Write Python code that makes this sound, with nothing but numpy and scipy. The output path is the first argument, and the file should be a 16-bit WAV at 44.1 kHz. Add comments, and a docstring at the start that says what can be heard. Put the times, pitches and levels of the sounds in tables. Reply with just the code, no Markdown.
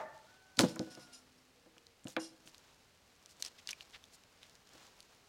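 """Outdoors: leaves hiss over a low rumble (coloured noise), a far bark dies away (resonated noise) and hands rub
over a carcass (hiss and ticks); a distant rooster crows (gliding harmonics). The heavy raw carcass drops on a
wooden table (damped modes, wet snaps, swarms of pops), whose shaking sets loose metal buzzing (resonated bursts).
A faint far hum sinks (gliding sine). The carcass is rolled over until a leg bone knocks on the top and the
metal buzzes again. A knife then cuts the meat in wet snaps and crackling strokes."""
import sys
import numpy as np
from scipy import signal
from scipy.fft import rfft, irfft
from scipy.io import wavfile

SR = 44100
rng = np.random.default_rng(int(sys.argv[2]) if len(sys.argv) > 2 else 0)


def to_wav(sig):
    """Store sig (one row per channel, or 1-D mono) as 16-bit WAV at the path in sys.argv[1].

    Samples outside -1..1 are clipped; the rate is SR.
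    """
    pcm = np.clip(np.atleast_2d(sig), -1, 1) * 32767
    pcm = np.round(pcm).astype(np.int16)
    wavfile.write(sys.argv[1], SR, pcm.T)  # frames by channels


N = 233244
TIME_S = np.arange(N) / SR

# leaves and far rumble: hz, relative_db_per_hz
AIR_SPECTRUM = [(12, -35), (20, -7), (74, 0), (198, -3.5), (255, -3), (319, -7), (459, -4), (590, -7),
                (738, -9.5), (802, -6.5), (923, -12), (2910, -11.5), (3440, -15), (4300, -13),
                (16000, -28.5)]
# echo of a far bark in the gardens: hz, nominal_width_hz, start_relative_db, t60_s
BARK_BANDS = [(144, 14, -24, 0.94), (298, 180, -14.5, 0.56), (630, 95, -4.5, 0.54), (625, 26, -3, 0.62),
              (830, 280, 3.5, 0.15), (884, 17.4, -2, 0.65), (1167, 68, -8, 0.5), (1393, 38, -17.5, 1),
              (1710, 230, -10.5, 0.49), (1784, 23, -14.5, 0.88), (2070, 260, -20, 0.52)]
# cloth hiss: hz, relative_db_per_hz
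CLOTH_SPECTRUM = [(100, -12), (350, -2.5), (1000, 0), (2200, -4.5), (4000, -3.5), (7000, -8),
                  (10000, -18.5), (16000, -21.5)]
# sleeves and hands sliding over the carcass: middle_s, length_s (between 1/e power points), level_db
RUBS = [(-0.015, 0.068, -59.5), (0.262, 0.24, -68.5), (0.897, 0.5, -64.5), (2.6, 0.38, -68.5),
        (3.734, 1, -68.5), (4.49, 0.23, -69), (4.795, 0.17, -61.5), (5.037, 0.52, -69)]
# distant rooster: start_s, length_s, pitch_hz (before scoop and sag), level_db (before swell)
CROW = (0.24, 1.03, 759.5, -66)
# wet snaps of skin and sinew, and the hard click of the leg bone knocking at 2.166 s: start_s, level_db,
# pitch_hz, decay_ms
SNAPS = [(0.570, -38, 4600, 4.9), (0.5915, 1, 3730, 0.45), (0.5917, -6.5, 6940, 0.21),
         (0.599, -16, 5800, 0.31), (0.6083, -6, 4840, 0.27), (0.759, -30.5, 6830, 0.55),
         (0.7936, -21, 4500, 0.35), (0.9518, -30.5, 5130, 0.33), (1.781, -39, 2850, 1),
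         (1.868, -44.5, 4260, 0.8), (2.0438, -40.5, 7400, 0.38), (2.071, -37, 2900, 1.5),
         (2.0831, -32.5, 7100, 0.44), (2.1659, -25, 3600, 0.9), (2.475, -31, 2840, 0.48),
         (2.546, -25.5, 3800, 0.18), (2.581, -40, 6600, .5), (3.260, -33.5, 5950, 0.4),
         (3.424, -21.5, 5950, 1), (3.4244, -23, 4150, 1.6), (3.4493, -27, 4900, 0.88),
         (3.4628, -30.5, 5500, 1.2), (3.6735, -26, 4700, 0.65), (3.690, -25.5, 2880, 2.2),
         (3.6906, -21.5, 5150, 0.43), (3.697, -31, 3240, 0.8), (3.708, -27.5, 6060, 0.85),
         (3.711, -30, 5350, 1.7), (3.716, -31, 5900, 0.75), (3.7304, -29.5, 2430, 1.53),
         (3.808, -32.5, 2880, 0.91), (4.040, -37.5, 3500, 1.05), (4.2369, -42.5, 3780, .8),
         (4.431, -35.5, 3620, 0.52), (5.0046, -26, 4000, 0.28), (5.148, -37, 4250, 0.32)]
# blows on the table top: start_s, force_db, hardness_hz (force spectrum corner),
# damping_db_per_s (flesh lying on the wood, sign ignored)
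BLOWS = [(0.578, -35, 302, 100), (0.5917, -25.5, 1850, 150), (0.5986, -22.5, 780, 130),
         (0.6074, -24, 700, 121), (0.6331, -13.5, 380, 176.5), (0.638, -30.5, 790, -1),
         (0.762, -43, 1370, 211), (0.796, -23.5, 330, 216), (0.812, -28.5, 288, 156),
         (0.868, -45.5, 444, 83), (0.972, -46, 750, 95), (0.985, -43.5, 251, 2.5), (1.661, -55, 695, 95),
         (1.766, -60, 1600, 401), (2.053, -30.5, 265, 352), (2.074, -46.5, 790, 190),
         (2.1648, -30, 3700, 54), (2.456, -50.5, 300, 96), (3.397, -56.5, 1200, 397.5),
         (4.746, -55, 600, 207), (4.812, -62.5, 1223, 203)]
# table modes: hz, level_db, t60_s (before damping by flesh)
TABLE_MODES = [(136.7, -11, 0.18), (141, -10.5, 0.055), (206, -7, 0.034), (227, 1, 0.036),
               (252.2, -6.5, 0.11), (255, -31, 3.8), (352, -10, 0.078), (503.4, -6.5, 0.17),
               (532, -5, 0.084), (609, -7, 0.084), (706, -8.5, 0.066), (750, -10, 0.1), (820, -18.5, 0.25),
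               (975, -2.5, 0.019), (1016, -7, 0.072), (1220, -5, 0.027), (1470, 1.5, 0.023),
               (1677, -1.5, 0.025), (2380, 5, 0.011)]
# the whole top giving way: hz, level_db, t60_s (before damping by flesh)
THUMP_MODE = (219.5, 0.56, 0.045)
# note of one long plank: hz, level_db (at PLANK_HARDNESS_HZ), t60_s (before damping by flesh)
PLANK_MODE = (323, -8, 0.48)
# dense short ringing of the boards: hz, relative_db_per_hz
BOARDS_SPECTRUM = [(50, -33), (120, 3.5), (280, 5), (420, -1), (560, 7.5), (1400, 2.5), (2600, 2.5),
                   (4200, 0), (6500, -49.5), (15000, -42)]
# its decay: hz, t60_s (before damping by flesh)
BOARDS_DECAY = [(100, 0.41), (600, 0.15), (1500, 0.18), (3000, 0.053), (8000, 0.085)]
# squelches and blade strokes: start_s, length_s, level_db, centre_hz
STROKES = [(0.581, 0.049, -36.5, 5230), (0.601, 0.074, -47, 5300), (0.625, 0.1, -55, 5550),
           (2.056, 0.095, -60.5, 6700), (2.44, 0.076, -65.5, 7140), (3.279, 0.062, -66, 6600),
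           (3.392, 0.032, -60, 6760), (3.423, 0.073, -53, 5000), (3.575, 0.032, -60, 4340),
           (3.669, 0.061, -53, 4470), (3.793, 0.048, -61.5, 4560), (3.925, 0.055, -56, 3240),
           (4.115, 0.057, -63.5, 6250), (4.404, 0.064, -65.5, 3970)]
# spells of buzzing metal: start_s, hold_s (attack included), level_db
BUZZES = [(0.675, 0.043, -56.5), (0.8, 0.0086, -61), (0.899, 0.031, -59), (0.99, 0.049, -62.5),
          (1.124, 0.026, -55), (1.37, 0.02, -75), (2.191, 0.057, -51.5)]
# ringing of the loose metal: hz, nominal_width_hz, relative_db
METAL_MODES = [(2830, 30, -9), (3280, 30, -14), (3990, 50, -12), (4280, 100, -8), (4940, 50, -3),
               (5150, 140, 0), (5520, 100, -1), (5930, 140, -5), (7010, 90, -5), (7330, 50, -14),
               (8480, 110, -7), (8740, 50, -13), (9930, 130, -6), (10800, 80, -18), (11450, 300, -14)]
# faint far hum: start_s, length_s, pitch_hz (at its start), level_db
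HUM = (1.5, 0.5, 492, -75)

AIR_DB = -69
HOLDING_DB = -75.5  # hands that only hold the carcass
CROW_SCOOP, CROW_SCOOP_S = 0.11, 0.045  # starts flat by this share of the pitch, slides up
CROW_SAG, CROW_SAG_POWER = 0.11, 2.8  # sinks by this share, mostly near the end
CROW_RISE_S, CROW_FADE_S, CROW_SWELL_DB_PER_S = 0.06, 0.24, 5
# a blow harder than this lands on a smaller spot and singles the plank out
PLANK_HARDNESS_HZ, PLANK_DB_PER_OCTAVE = 800, 1.5
BUZZ_ATTACK_S, BUZZ_RELEASE_DB_PER_S = 0.009, 285
HUM_SAG_HZ_PER_S, HUM_RISE_S, HUM_FADE_S = 70, 0.076, 0.11
EDGE_HZ = 16200


def amp(db):
    """Decibels to gain."""
    return 10 ** (np.asarray(db) / 20)


def unit(x):
    """Scales to rms 1."""
    return x / np.sqrt(np.mean(x ** 2) + 1e-20)


def read(points, hz):
    """Reads a curve on a log-frequency axis."""
    point_hz, value = np.transpose(points)
    return np.interp(np.log(hz + 1), np.log(point_hz), value)


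def add(mix, start_s, sound):
    """Mixes a sound in at start_s."""
    part = mix[max(round(start_s * SR), 0):][:len(sound)]
    part += sound[:len(part)]


def colour(x, points):
    """Gives x a spectrum, at rms 1."""
    gain = amp(read(points, np.fft.rfftfreq(len(x), 1 / SR)))
    return unit(irfft(rfft(x) * gain, len(x)))


def resonate(x, hz, width_hz):
    """A two-pole resonance of gain 1."""
    return signal.lfilter(*signal.iirpeak(hz, hz / width_hz, SR), x)


def muffle(x, hz):
    """Takes away what lies above hz."""
    return signal.sosfilt(signal.butter(2, hz, fs=SR, output="sos"), x)


def highpass(x, hz, order):
    """Takes away what lies below hz."""
    return signal.sosfilt(signal.butter(order, hz, "high", fs=SR, output="sos"), x)


def drift(corner_hz):
    """Slow random wavering of rms 1."""
    slope = 1 + (np.fft.rfftfreq(N, 1 / SR) / corner_hz) ** 4
    return unit(irfft(rfft(rng.standard_normal(N)) / slope, N))


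def tail(points, t60s, size=16384):
    """Noise of a given colour in which each band dies at its own speed."""
    hz, t, bins = signal.stft(colour(rng.standard_normal(size), points), SR, nperseg=512)
    fade = amp(-60 * t / read(t60s, hz)[:, None])
    return signal.istft(bins * fade, SR, nperseg=512)[1][:size]


def held(start_s, length_s, rise_s, fade_s):
    """An envelope that rises, holds and fades."""
    rise = (TIME_S - start_s) / rise_s
    fade = (start_s + length_s - TIME_S) / fade_s
    return np.clip(np.minimum(rise, fade), 0, 1)


def far_note(hz, harmonics_db):
    """A long gliding note that wavers a little on its way through the air."""
    phase = 2 * np.pi * np.cumsum(hz * (1 + 0.004 * drift(40))) / SR
    level = amp(1.2 * drift(25))
    return level * sum(amp(db) * np.sin(k * phase) for k, db in enumerate(harmonics_db, 1))


def air():
    """Steady faint leaves and far rumble: coloured noise."""
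    return amp(AIR_DB) * colour(rng.standard_normal(N), AIR_SPECTRUM)


def bark(level_db=-44, widening=2):
    """The harmonics of a far bark, smeared into noise bands by many echoes, die away."""
    out = np.zeros(N)
    for hz, width_hz, db, t60_s in BARK_BANDS:
        echoes = rng.standard_normal(N)
        for _ in range(2):
            echoes = resonate(echoes, hz, widening * width_hz)
        out += amp(db - 60 * TIME_S / t60_s) * unit(echoes)
    return amp(level_db) * out


def rubbing(flutter_db=1.5, ticks_per_s=60, ticks_db=-9, tick_hz=5500):
    """Cloth slides with a soft hiss while fingers stick and unstick on the moist skin; slides swell and fade."""
    hiss = colour(rng.standard_normal(N), CLOTH_SPECTRUM) * amp(flutter_db * drift(50))
    sticks = (rng.random(N) < ticks_per_s / SR) * rng.standard_normal(N)
    ticks = unit(muffle(resonate(sticks, tick_hz, 4200), 9500))
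    power = np.full(N, amp(HOLDING_DB) ** 2)
    for middle_s, length_s, db in RUBS:
        power += amp(db) ** 2 * np.exp(-(2 * (TIME_S - middle_s) / length_s) ** 2)
    return np.sqrt(power) * (hiss + amp(ticks_db) * ticks)


def rooster(fundamental_db=-8, second_db=-2):
    """One long note that scoops up, holds and sags, carried mostly by its second harmonic."""
    start_s, length_s, hz, db = CROW
    t = np.clip(TIME_S - start_s, 0, length_s)
    scoop = CROW_SCOOP * np.exp(-t / CROW_SCOOP_S)
    sag = CROW_SAG * (t / length_s) ** CROW_SAG_POWER
    level = amp(db + CROW_SWELL_DB_PER_S * t) * held(start_s, length_s, CROW_RISE_S, CROW_FADE_S)
    return level * far_note(hz * (1 - scoop - sag), [fundamental_db, second_db])


def snaps(pocket=0.68, spray=0.4, after_db=-22, after_s=0.0035, low_cut=0.23, top_hz=13000, size=2048):
    """A film or fibre parts: a tiny pocket rings for a few cycles in a spray of smaller breaks."""
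    t, out = np.arange(size) / SR, np.zeros(N)
    for start_s, db, hz, decay_ms in SNAPS:
        fade = np.exp(-1000 * t / decay_ms)
        ring = pocket * fade * np.cos(2 * np.pi * hz * t)
        breaks = unit(resonate(rng.standard_normal(size), hz, hz * .5))
        breaks *= spray * (fade + amp(after_db) * np.exp(-t / after_s))
        opening = 1 - np.exp(-2 * hz * t)  # the pocket opens within about a cycle
        snap = opening * (ring + breaks)
        add(out, start_s, amp(db) * highpass(snap, low_cut * hz, order=1))
    return muffle(out, top_hz)


def mode(t, hz, db, t60_s):
    """One decaying sine of the struck wood."""
    return amp(db - 60 * t / t60_s) * np.sin(2 * np.pi * hz * t)


def table(boards_db=-5, bass_hz=102, thinness=0.056, size=44100):
    """Each blow rings the top; soft flesh presses slowly and stirs the low modes, bone mostly the high ones."""
    t, out = np.arange(size) / SR, np.zeros(N)
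    # neighbouring modes swing in opposite directions
    modes = sum((-1) ** k * mode(t, *row) for k, row in enumerate(TABLE_MODES))
    modes += mode(t, *THUMP_MODE)
    plank = -mode(t, *PLANK_MODE)
    for start_s, force_db, hardness_hz, damping_db_per_s in BLOWS:
        plank_db = PLANK_DB_PER_OCTAVE * np.log2(hardness_hz / PLANK_HARDNESS_HZ)
        ring = modes + plank * amp(plank_db)
        add(ring, 0, amp(boards_db) * tail(BOARDS_SPECTRUM, BOARDS_DECAY, size=8192))
        ring *= amp(-abs(damping_db_per_s) * t)
        knock = highpass(muffle(ring, hardness_hz), thinness * hardness_hz, order=2)
        add(out, start_s, amp(force_db) * knock)
    return highpass(out, bass_hz, order=3)  # open boards radiate little deep bass


def strokes(pops_per_s=3500, spread_db=4.0, octaves=0.91, cycles=1.43, pitches=16):
    """Wet tissue tears in a swarm of tiny pops of uneven size, spread over many pitches."""
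    out, t = np.zeros(N), np.arange(256) / SR
    for start_s, length_s, db, centre_hz in STROKES:
        u = np.linspace(0, 1, int(length_s * SR))
        swarm = np.zeros(len(u))
        for place in np.linspace(-1, 1, pitches):
            hz = centre_hz * 2 ** (octaves * place)
            chance, sign, size = rng.random((3, SR // 4))[:, :len(u)]
            size_gain = amp(spread_db * np.minimum(-np.log(size), 3))
            pops = (chance < pops_per_s / pitches / SR) * np.sign(sign - .5) * size_gain
            # outer pitches are weaker
            pop = np.exp(-hz * t / cycles - place ** 2) * np.sin(2 * np.pi * hz * t)
            swarm += np.convolve(pops, pop)[:len(u)]
        swell = np.sin(np.pi * u) ** 2 / (np.sin(np.pi * u) + 0.27)
        add(out, start_s, amp(db) * unit(swarm * swell))
    return out


def buzz_level():
    """Each spell starts quickly, holds, and dies away as the table settles."""
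    level = np.zeros(N)
    for start_s, hold_s, db in BUZZES:
        attack = np.clip((TIME_S - start_s) / BUZZ_ATTACK_S, 0, 1)
        release_s = np.maximum(TIME_S - start_s - hold_s, 0)
        level = np.maximum(level, attack * amp(db - BUZZ_RELEASE_DB_PER_S * release_s))
    return level


def buzz(chatter_hz=323, scatter_turns=0.64, clatter_db=-8, widening=1.6):
    """Loose metal chatters on the wood, a fading noise burst in each swing of the table, and rings."""
    turns = np.cumsum(chatter_hz * (1 + .04 * drift(60))) / SR
    taps = rng.standard_normal(N) * np.exp(-(turns % 1) / scatter_turns)
    ring = np.zeros(N)
    for hz, width_hz, db in METAL_MODES:
        once = resonate(taps, hz, widening * width_hz)
        ring += amp(db) * unit(resonate(once, hz, widening * width_hz))
    clatter = unit(muffle(resonate(taps, 4300, 3000), 8300))
    return buzz_level() * (unit(ring) + amp(clatter_db) * clatter)


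def hum():
    """A faint far tone that sinks steadily."""
    start_s, length_s, hz, db = HUM
    pitch_hz = hz - HUM_SAG_HZ_PER_S * (TIME_S - start_s)
    return amp(db) * held(start_s, length_s, HUM_RISE_S, HUM_FADE_S) * far_note(pitch_hz, [0])


def garden(x, wet_db=-25.5, build_up_s=0.0051):
    """Wall, trees and ground return a weak scattered echo."""
    spectrum = [(80, -8), (300, 1.5), (1500, -1), (5000, -5.5), (15000, -18.0)]  # hz, relative_db_per_hz
    decay = [(200, 0.74), (1500, 0.54), (5000, 0.59), (12000, 0.31)]  # hz, t60_s
    echo = tail(spectrum, decay)
    echo *= 1 - np.exp(-np.arange(len(echo)) / SR / build_up_s)
    return x + amp(wet_db) * signal.fftconvolve(x, echo / np.linalg.norm(echo))[:N]


def scene():
    """Near sounds with their echo, and the far background."""
    near = table() + snaps() + strokes() + rubbing() + buzz()
    return (garden(near) + bark() + rooster() + hum() + air())[None]


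def record(dry):
    """Limits the band to below EDGE_HZ with a linear-phase filter."""
    lowpass = signal.firwin(511, EDGE_HZ, window=("kaiser", 9), fs=SR)
    return signal.oaconvolve(dry, lowpass[None], "same")


dry = scene()
out = record(dry)
to_wav(out)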